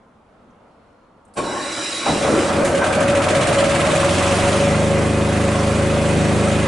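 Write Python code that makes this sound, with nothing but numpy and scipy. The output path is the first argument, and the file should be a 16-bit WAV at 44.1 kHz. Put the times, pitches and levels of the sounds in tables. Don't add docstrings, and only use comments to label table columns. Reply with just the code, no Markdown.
import sys
import numpy as np
from scipy import signal
from scipy.io import wavfile
from scipy.ndimage import uniform_filter1d

SR = 44100
rng = np.random.default_rng(int(sys.argv[2]) if len(sys.argv) > 2 else 0)


def dump(signal):
    limited = np.clip(np.atleast_2d(signal).T, -1, 1)
    pcm = np.round(limited * 32767).astype(np.int16)
    wavfile.write(sys.argv[1], SR, pcm)


def rack_gain(trim_db):
    fader = np.asarray(trim_db, float)
    return 10 ** (fader / 20)


N = 294147
T = np.arange(N) / SR

FIRST_FIRING_S = 2.055
GOVERNED_PER_S = 26.2

# (time [s], mesh frequency [Hz])
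SPIN = [(1.36, 1350), (1.44, 1450), (1.55, 1680), (1.66, 2000), (1.78, 2330), (1.9, 2440), (2.03, 2630),
        (2.12, 2700), (2.3, 2750)]
# (frequency [Hz], likeness [0-1])
NEAR_LIKENESS = [(25, 0.97), (60, 1), (140, 1), (340, 0.93), (600, 0.94), (900, 0.82), (1920, 0.74),
                 (4570, 0.92), (10900, 0.63)]


def evened(x):
    return x / np.sqrt(np.mean(x ** 2) + 1e-20)


def steadied(x, span_s):
    power = uniform_filter1d((x ** 2).mean(0), round(span_s * SR))
    return x / np.sqrt(abs(power) + 1e-12)


def read(points, hz):
    f, value = np.transpose(points)
    return np.interp(np.log(hz + 1), np.log(f + 1), value)


def columns(rows):
    s, *values = np.transpose(rows)
    return [np.interp(T, s, v) for v in values]


def swells(rows, width_s):
    return sum(db * np.exp(-((T - s) / width_s) ** 2) for s, db in rows)


def wander(per_s):
    return evened(sum(np.sin(2 * np.pi * (f * T + rng.random())) / np.sqrt(f)
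                      for f in np.geomspace(per_s / 10, per_s, num=16)))


def rings(modes):
    return lambda hz: np.sqrt(sum(rack_gain(2 * db) / (1 + (2 * (hz - f) / w) ** 2) ** 2 for f, w, db in modes))


def noise(colour, likeness=NEAR_LIKENESS, patchy_db=1.0, size=2048):
    # (frequency [Hz], left minus right [dB])
    left_lead = [(60, 0.0), (170, -0.5), (480, 1), (1360, -1.0), (3840, -1.0), (10900, -1.5)]
    frames, hz = 4 * N // size + 5, np.fft.rfftfreq(size, 1 / SR)
    a, b, c, d, patches = rng.standard_normal((frames, len(hz), 5)).T
    patches = uniform_filter1d(patches, size=12, axis=0)
    patches = evened(uniform_filter1d(patches, size=6, axis=1))
    if callable(colour):
        gain = colour(hz)
    else:
        gain = rack_gain(read(colour, hz)) * (hz < colour[-1][0] * 1.5)
    like = np.clip(read(likeness, hz), -1, 1)[:, None]
    tilt = rack_gain(read(left_lead, hz) / 2)[:, None]
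    left = a + 1j * b
    right = like * left + np.sqrt(1 - like ** 2) * (c + 1j * d)
    z = np.array([left * tilt, right / tilt])
    z *= gain[:, None] * rack_gain(patchy_db * patches)
    return evened(signal.istft(z, nperseg=size, noverlap=3 * size // 4)[1][:, :N])


def ringing(modes, span_s, sway_db, per_s):
    return evened(sum(rack_gain(db + sway_db * wander(per_s)) * steadied(noise(rings([(f, w, 0)])), span_s)
                      for f, w, db in modes))


def background():
    # (frequency [Hz], density [dB per Hz])
    hall_colour = [(12, -52), (20, -12), (43, -7.5), (96, -4.5), (125, -9.5), (236, -0.5), (269, -11),
                   (299, -3.5), (351, -9.5), (536, -4.5), (1360, -11.5), (1630, -20), (3520, -30),
                   (4350, -35.5), (11300, -43.5), (14700, -80), (22000, -120)]
    # (frequency [Hz], likeness [0-1])
    far_likeness = [(60, 0.96), (170, 1), (480, 0.76), (1360, 0.62), (3840, 0.36), (10900, 0.62)]
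    air = noise(hall_colour, far_likeness, 1) * rack_gain(-51 + .5 * wander(8))
    rise_db = 100 * (.72 - T)
    fall_db = 31 * (T - .98)
    whistle_db = -78 - np.maximum(rise_db, fall_db).clip(0)
    whistle = noise(rings([(4280, 330, 0), (5300, 120, -5)]), far_likeness, 1.5)
    return air + whistle * rack_gain(whistle_db) * (T < 1.4)


def ticks():
    # (time [s], peak [dB], frequency [Hz], width [Hz], t60 [s])
    clicks = [
        (.505, -71, 6000, 1200, .08),
        (1.251, -54, 8600, 2520, .05),
        (1.278, -65, 8500, 2500, .12),
        (1.337, -56, 4800, 1500, .08),
        (1.351, -44, 750, 200, .1),
        (1.338, -50, 9000, 3000, 0.27),
    ]
    # (time [s], peak [dB], frequency [Hz], width [Hz], t60 [s])
    jolts = [
        (2.058, -20, 750, 350, 0.65),
        (2.075, -21.5, 260, 270, 0.63),
        (2.236, -18, 610, 230, 0.41),
        (1.368, -26.5, 390, 400, 0.76),
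        (2.648, -27.5, 8100, 5400, 0.33),
    ]
    out = np.zeros((2, N))
    for s, db, hz, width_hz, t60 in [*clicks, *jolts]:
        after = np.maximum(T - s, 0)
        onset = np.minimum(after * hz / 6, 1)
        out += noise(rings([(hz, width_hz, 0)]), size=512) * rack_gain(db - 60 * after / t60) * onset
    return out


def starter_levels():
    # (time [s], level [dB])
    gear_strain = [(1.5, 3), (1.85, 3.5), (2.09, 5), (2.42, 1), (2.54, -6)]
    # (time [s], level [dB])
    hum_strain = [(1.385, 8), (1.575, 6.5), (1.75, -5), (1.86, -5), (2.05, 6.5), (2.17, -8), (2.37, 7),
                  (2.56, 5.5)]
    # (time [s], level [dB])
    grind_strain = [(1.49, 1.8), (1.57, 2.2), (1.795, 3.8), (2.04, 2.7)]
    engage_s, strain_s = 1.385, 0.038
    laws = (-24.5, -9.5), (-35.5, 8.5), (-40, 5.5), (-37, -4.5)
    hz, = columns(SPIN)
    spin = (hz - hz[0]) / (hz[-1] - hz[0])
    grind, rasp, gear, hum = (a + b * np.sin(np.pi / 2 * spin) for a, b in laws)
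    slam = np.exp(-np.maximum(T - engage_s, 0) / 0.034)
    closing = -1700 * np.maximum(engage_s - .012 - T, 0)
    grind = grind + 1.5 * slam + closing + swells(grind_strain, strain_s)
    rasp = rasp + 7 * slam + closing
    return grind, rasp, gear + swells(gear_strain, strain_s), hum + swells(hum_strain, strain_s)


def starter():
    # (frequency [Hz], density [dB per Hz])
    grind_colour = [(18, -42), (30, -23), (151, -7), (335, 3.5), (389, -3.5), (570, 0), (620, -2),
                    (939, -3), (1110, -13), (1210, -13), (1600, -7.5), (2080, -49), (3520, -120)]
    # (frequency [Hz], density [dB per Hz])
    rasp_colour = [(820, -22), (1400, -2), (1870, -6.5), (3570, -9), (3930, -10), (4440, -11.5),
                   (5620, -9.5), (6350, -14.5), (7430, -9), (9920, -15), (11300, -29.5), (14700, -61),
                   (22000, -120)]
    # (frequency [Hz], width [Hz], level [dB])
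    gear_modes = [(2006, 33, -8), (2370, 150, -11), (2900, 37, -7.5), (3920, 155, 4.5), (5060, 40, -6),
                  (5710, 60, -5.5), (7200, 160, -10), (7750, 110, -11), (8600, 260, -15), (10070, 130, -13)]
    # (frequency [Hz], width [Hz], level [dB])
    housing_modes = [(345, 74, 7.5), (577, 20, 8), (1094, 31, 8.5)]
    contact_s, let_go_s = 1.336, 2.5
    grind_db, rasp_db, gear_db, hum_db = starter_levels()
    gear_db = gear_db - np.interp(T, [2.12, 2.3], [0, 4])
    eased_db = -3 * np.clip((T - FIRST_FIRING_S) / .15, 0, 1) - 450 * np.maximum(T - let_go_s, 0)
    on = rack_gain(eased_db) * np.clip((T - contact_s) / .004, 0, 1)
    grind = evened(noise(grind_colour) + 0.65 * ringing(housing_modes[:2], 0.15, 1.3, 7))
    hum = rack_gain(hum_db + 3) * ringing(housing_modes[2:], 0.043, 1, 10)
    hum = hum * np.clip((T - 1.36) / 0.022, 0, 1)
    teeth = rack_gain(gear_db + 3) * ringing(gear_modes, 0.081, 1.8, 12)
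    teeth = teeth * np.clip((T - 1.42) / 0.05, 0, 1)
    rasp = rack_gain(rasp_db - 1.5) * steadied(noise(rasp_colour, patchy_db=3.0), .08)
    return on * (rack_gain(grind_db) * grind + hum + teeth + rasp)


def mesh():
    hz, = columns(SPIN)
    db = -38 - ((hz - 2150) / 300) ** 2 - 130 * np.maximum(T - 2.04, 0)
    shake = uniform_filter1d(rng.standard_normal((2, 2, N)), size=350)
    shake = evened(shake[0]) + 1j * evened(shake[1])
    shared_and_own = 0.55 * shake[0] + 0.29 * shake
    tone = (shared_and_own * np.exp(2j * np.pi * np.cumsum(hz) / SR)).real
    return rack_gain(db) * tone * np.clip((T - 1.36) / .08, 0, 1)


def exhaust(cycles, rate):
    # (multiple of the firing rate, level [dB])
    orders = [(1, -24), (2, -18), (3, -2), (4, 0), (5, -8), (6, -2), (7, -4), (8, -1), (9, -7), (10, -10),
              (11, -5), (12, -14), (13, -10), (14, -6), (15, -16), (16, -7), (17, -15), (18, -11),
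              (19, -12)]
    puffs = [(.07, .97), (.34, 1.), (.58, .5), (.72, .35), (.91, .6)]
    # (frequency [Hz], width [Hz], level [dB])
    air_modes = [(89.4, 28, 16), (136, 60, 1), (172, 43, 0.5), (250, 16, -6), (356, 34, -2)]
    share, strength = np.transpose(puffs)
    note = np.zeros((2, N))
    for k, db in orders:
        lag = np.angle(np.sum(strength * np.exp(-2j * np.pi * k * share)))
        bass = 1 / (1 + (66 / (k * rate)) ** 4)
        boom = 1 + rings(air_modes)(k * rate)
        sway = rack_gain(db + 1.1 * wander(6)) * bass / bass[-1] * boom / boom[-1]
        skew = (.1 + .002 * k) * wander(2) * np.array([[1], [-1]])
        note += sway * np.cos(2 * np.pi * k * cycles + lag + .008 * k * wander(8) + skew)
    return steadied(note, .4)


def bursts(cycles, at, decay_s, spread_db):
    count = np.floor(cycles - at).astype(int)
    sizes = rack_gain(spread_db * rng.standard_normal(200))
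    starts = np.diff(count, prepend=count[0]) * sizes[count % 200]
    fall = np.exp(-1 / (decay_s * SR))
    return uniform_filter1d(signal.lfilter([1], [1, -fall], starts), size=300)


def panel(cycles, locked):
    # (frequency [Hz], width [Hz], level [dB])
    panel_modes = [(560, 13, 0), (615, 24, -10)]
    strikes = np.diff(np.floor(cycles - .8), prepend=-1) * rack_gain(0.58 * wander(28))
    t = np.arange(SR // 4) / SR
    ring = sum(rack_gain(db) * t * np.exp(-2 * np.pi * w * t) * np.sin(2 * np.pi * f * t)
               for f, w, db in panel_modes)
    struck = signal.oaconvolve(strikes, ring)[:N] * np.ones((2, 1))
    rattled = steadied(noise(rings(panel_modes), size=4096), .04)
    return np.sqrt(locked) * steadied(struck, 0.17) + np.sqrt(1 - locked) * rattled


def covers(rate):
    # (frequency [Hz], width [Hz], level [dB], best speed [firings per s], reach [firings per s])
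    loose_covers = [(727, 33, -4, 24.2, 8), (1310, 87, 0, 17.2, 4.8), (1562, 81, -0.5, 12, 3.2),
                    (1120, 230, 4, 21, 2.3), (1076, 44, -2.5, 27.4, 2.7), (2062, 190, -4, 29, 5.9),
                    (2480, 72, -8.5, 26.6, 3)]
    return sum(rack_gain(db + 2.8 * wander(5)) * np.exp(-((rate - best) / reach) ** 2) * noise(rings([(f, w, 0)]))
               for f, w, db, best, reach in loose_covers)


def hall(x):
    # (frequency [Hz], t60 [s])
    hall_decay = [(200, 1.3), (1000, 0.33), (4000, 1.1), (10000, 0.33)]
    taps = np.zeros((2, SR // 2))
    at = np.arange(400, SR // 2 - 20, 20) + rng.integers(0, 20, (2, (SR // 2 - 401) // 20))
    np.put_along_axis(taps, at, rng.choice([-1., 1.], at.shape), 1)
    hz, t, z = signal.stft(taps, SR, nperseg=256)
    tail = signal.istft(z * rack_gain(-60 * t / read(hall_decay, hz)[:, None]), SR, nperseg=256)[1]
    return signal.fftconvolve(x, tail / np.linalg.norm(tail[0]), axes=1)[:, :N]


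def engine_levels(rate):
    # (time [s], opening [0-1])
    fuel_rack = [(2.05, 0.44), (2.6, 0.36), (3.1, 0.58), (3.45, 0.99), (3.8, 0.91), (4.3, 1.05), (4.55, .9),
                 (4.72, 0.5), (4.9, 0.2), (5.2, 0.04), (5.4, 0.33), (5.95, .2), (6.1, 0.37), (6.3, 0.31),
                 (6.5, 0.46), (6.67, .2)]
    # (time [s], level [dB])
    lurches = [(2.35, 6), (2.62, 2.5), (2.77, -1), (4.72, 1.5), (6.2, 1.8), (6.38, 2)]
    # (time [s], level [dB])
    panel_swings = [(2.63, 3.5), (2.69, -6), (2.77, 4), (2.86, -4.5), (2.93, 2.5), (3.0, 2), (3.12, 3.5),
                    (3.28, 1.5), (3.45, -2), (3.63, 3), (3.75, -2), (3.95, 1.5), (4.24, -2), (4.4, -2),
                    (4.6, 3), (4.78, 3), (4.92, 3.5), (5.18, -1), (5.9, 2.5), (6.35, 1)]
    # (time [s], level [dB])
    casing_swings = [(2.08, 6), (2.25, 1), (2.38, -1), (2.78, -2.5), (2.84, 4), (3.0, 1.7), (3.7, -2.5),
                     (4.15, -4), (4.4, 1.2)]
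    # (speed [firings per s], level [dB])
    knock_by_speed = [(7.5, 0), (11.5, 6.5), (16, 6.5), (23.5, -4.5)]
    speed, fuel = rate / GOVERNED_PER_S, columns(fuel_rack)[0]
    weak = np.clip((2.236 - T) / 0.027 + .5, 0, 1)

    def law(rest_db, speed_db, fuel_db, weak_db, drive=speed):
        return rest_db + speed_db * drive + fuel_db * fuel + weak_db * weak

    thump = law(-23, 5.5, -2, -1.5, speed ** 1.3)
    ring = law(-22.5, -3.5, 4.5, -7.5)
    casing = law(-23.5, -3.5, 4, -6)
    clatter = law(-31, 1.28, 7, -0.5)
    ring = ring + 2 * np.exp(-((rate - 15.4) / 4.9) ** 2)
    swing_s = 0.044 * np.clip(T - 2, .4, 2.5)
    thump = thump + swells(lurches, 0.075)
    ring = ring + swells(panel_swings, swing_s)
    casing = casing + swells(casing_swings, 0.048)
    return thump, ring, casing, clatter, np.interp(rate, *np.transpose(knock_by_speed))


def engine():
    # (time [s], speed [firings per s])
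    run_up = [(2.0, 5.25), (2.3, 5.96), (2.55, 7.87), (2.8, 11.02), (3.1, 13.91), (3.5, 17.23),
              (3.9, 20.17), (4.3, 23.54), (4.6, 25.42), (4.85, 26.37), (5.3, 26.13), (5.8, 26.17),
              (6.2, 25.98), (6.67, 26.13)]
    # (frequency [Hz], density [dB per Hz])
    thump_colour = [(15, -46), (25, -20), (87, -4.5), (214, 1), (269, 0), (329, 3), (403, -4.5), (501, 0.5),
                    (520, -18), (680, -27), (1140, -120)]
    casing_colour = [(350, -42), (600, -1), (651, -8), (728, -2), (790, -9), (1310, -9), (1420, -11),
                     (1900, -18.5), (2470, -19), (4180, -120)]
    clatter_colour = [(1000, -1), (1700, -6.5), (1840, -6.5), (2010, 0.5), (2230, -9.5), (2530, -3.5),
                      (5160, -11), (8640, -10), (10600, -16), (11300, -23), (14700, -82), (22000, -120)]
    knock_colour = [(710, -17), (1200, -4.5), (1310, -17), (1450, -12.5), (1580, 1.5), (1830, -3.5),
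                    (2520, -2), (5140, -15.5), (8530, -11.5), (10600, -16.5), (11300, -54), (14700, -59),
                    (22000, -120)]
    rate, = columns(run_up)
    fired = T >= FIRST_FIRING_S
    cycles = np.cumsum(rate * fired) / SR - (T < FIRST_FIRING_S) / 2
    thump_db, panel_db, casing_db, clatter_db, knock_db = engine_levels(rate)
    speed = np.minimum(rate / GOVERNED_PER_S, 1)
    locked, struck = .93 * speed ** 2.5, .2 + .66 * speed ** 10

    loose = noise(thump_colour, size=4096) * (1 + .5 * bursts(cycles, 0.39, 0.0057, 1.7))
    deep = signal.sosfiltfilt(signal.butter(2, 140, fs=SR, output="sos"), loose)
    loose = loose - deep * np.clip(1 - rate / 14, 0, 1)
    thump = np.sqrt(locked) * exhaust(cycles, rate) + np.sqrt(1 - locked) * steadied(loose, 0.41)

    slap = 1 + 0.78 * bursts(cycles, 0.68, 0.013, 3) + 0.24 * bursts(cycles, 0, 0.0019, 2)
    casing = (noise(casing_colour) + 0.34 * covers(rate)) * slap

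    blows = bursts(cycles, 0.936, 0.021, 0.7) + .5 * bursts(cycles, 0.22, 0.018, 0.95)
    knock = noise(knock_colour, patchy_db=1.2, size=512) * blows * rack_gain(knock_db)
    clatter = noise(clatter_colour, patchy_db=2, size=1024) * 0.69
    clatter = clatter + knock + rack_gain(-9.5) * hall(knock)

    parts = rack_gain(thump_db) * thump
    parts += rack_gain(panel_db) * panel(cycles, struck)
    parts += rack_gain(casing_db) * steadied(casing, 0.37)
    parts += rack_gain(clatter_db) * steadied(clatter, 0.3)
    return parts * np.clip((T - 2.052) / 0.02, 0, 1)


def scene():
    return background() + ticks() + starter() + mesh() + engine()


def top_cut(x):
    return signal.sosfilt(signal.butter(12, 11460, fs=SR, output="sos"), x)


def record(dry):
    rounded = dry / (1 + (abs(dry) / .68) ** 4) ** .25
    low_pass = signal.firwin(801, 11290, window=("kaiser", 8), fs=SR)
    limited = signal.oaconvolve(rounded, low_pass[None], "same")
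    return top_cut(limited)


dry = scene()
out = record(dry)
dump(out)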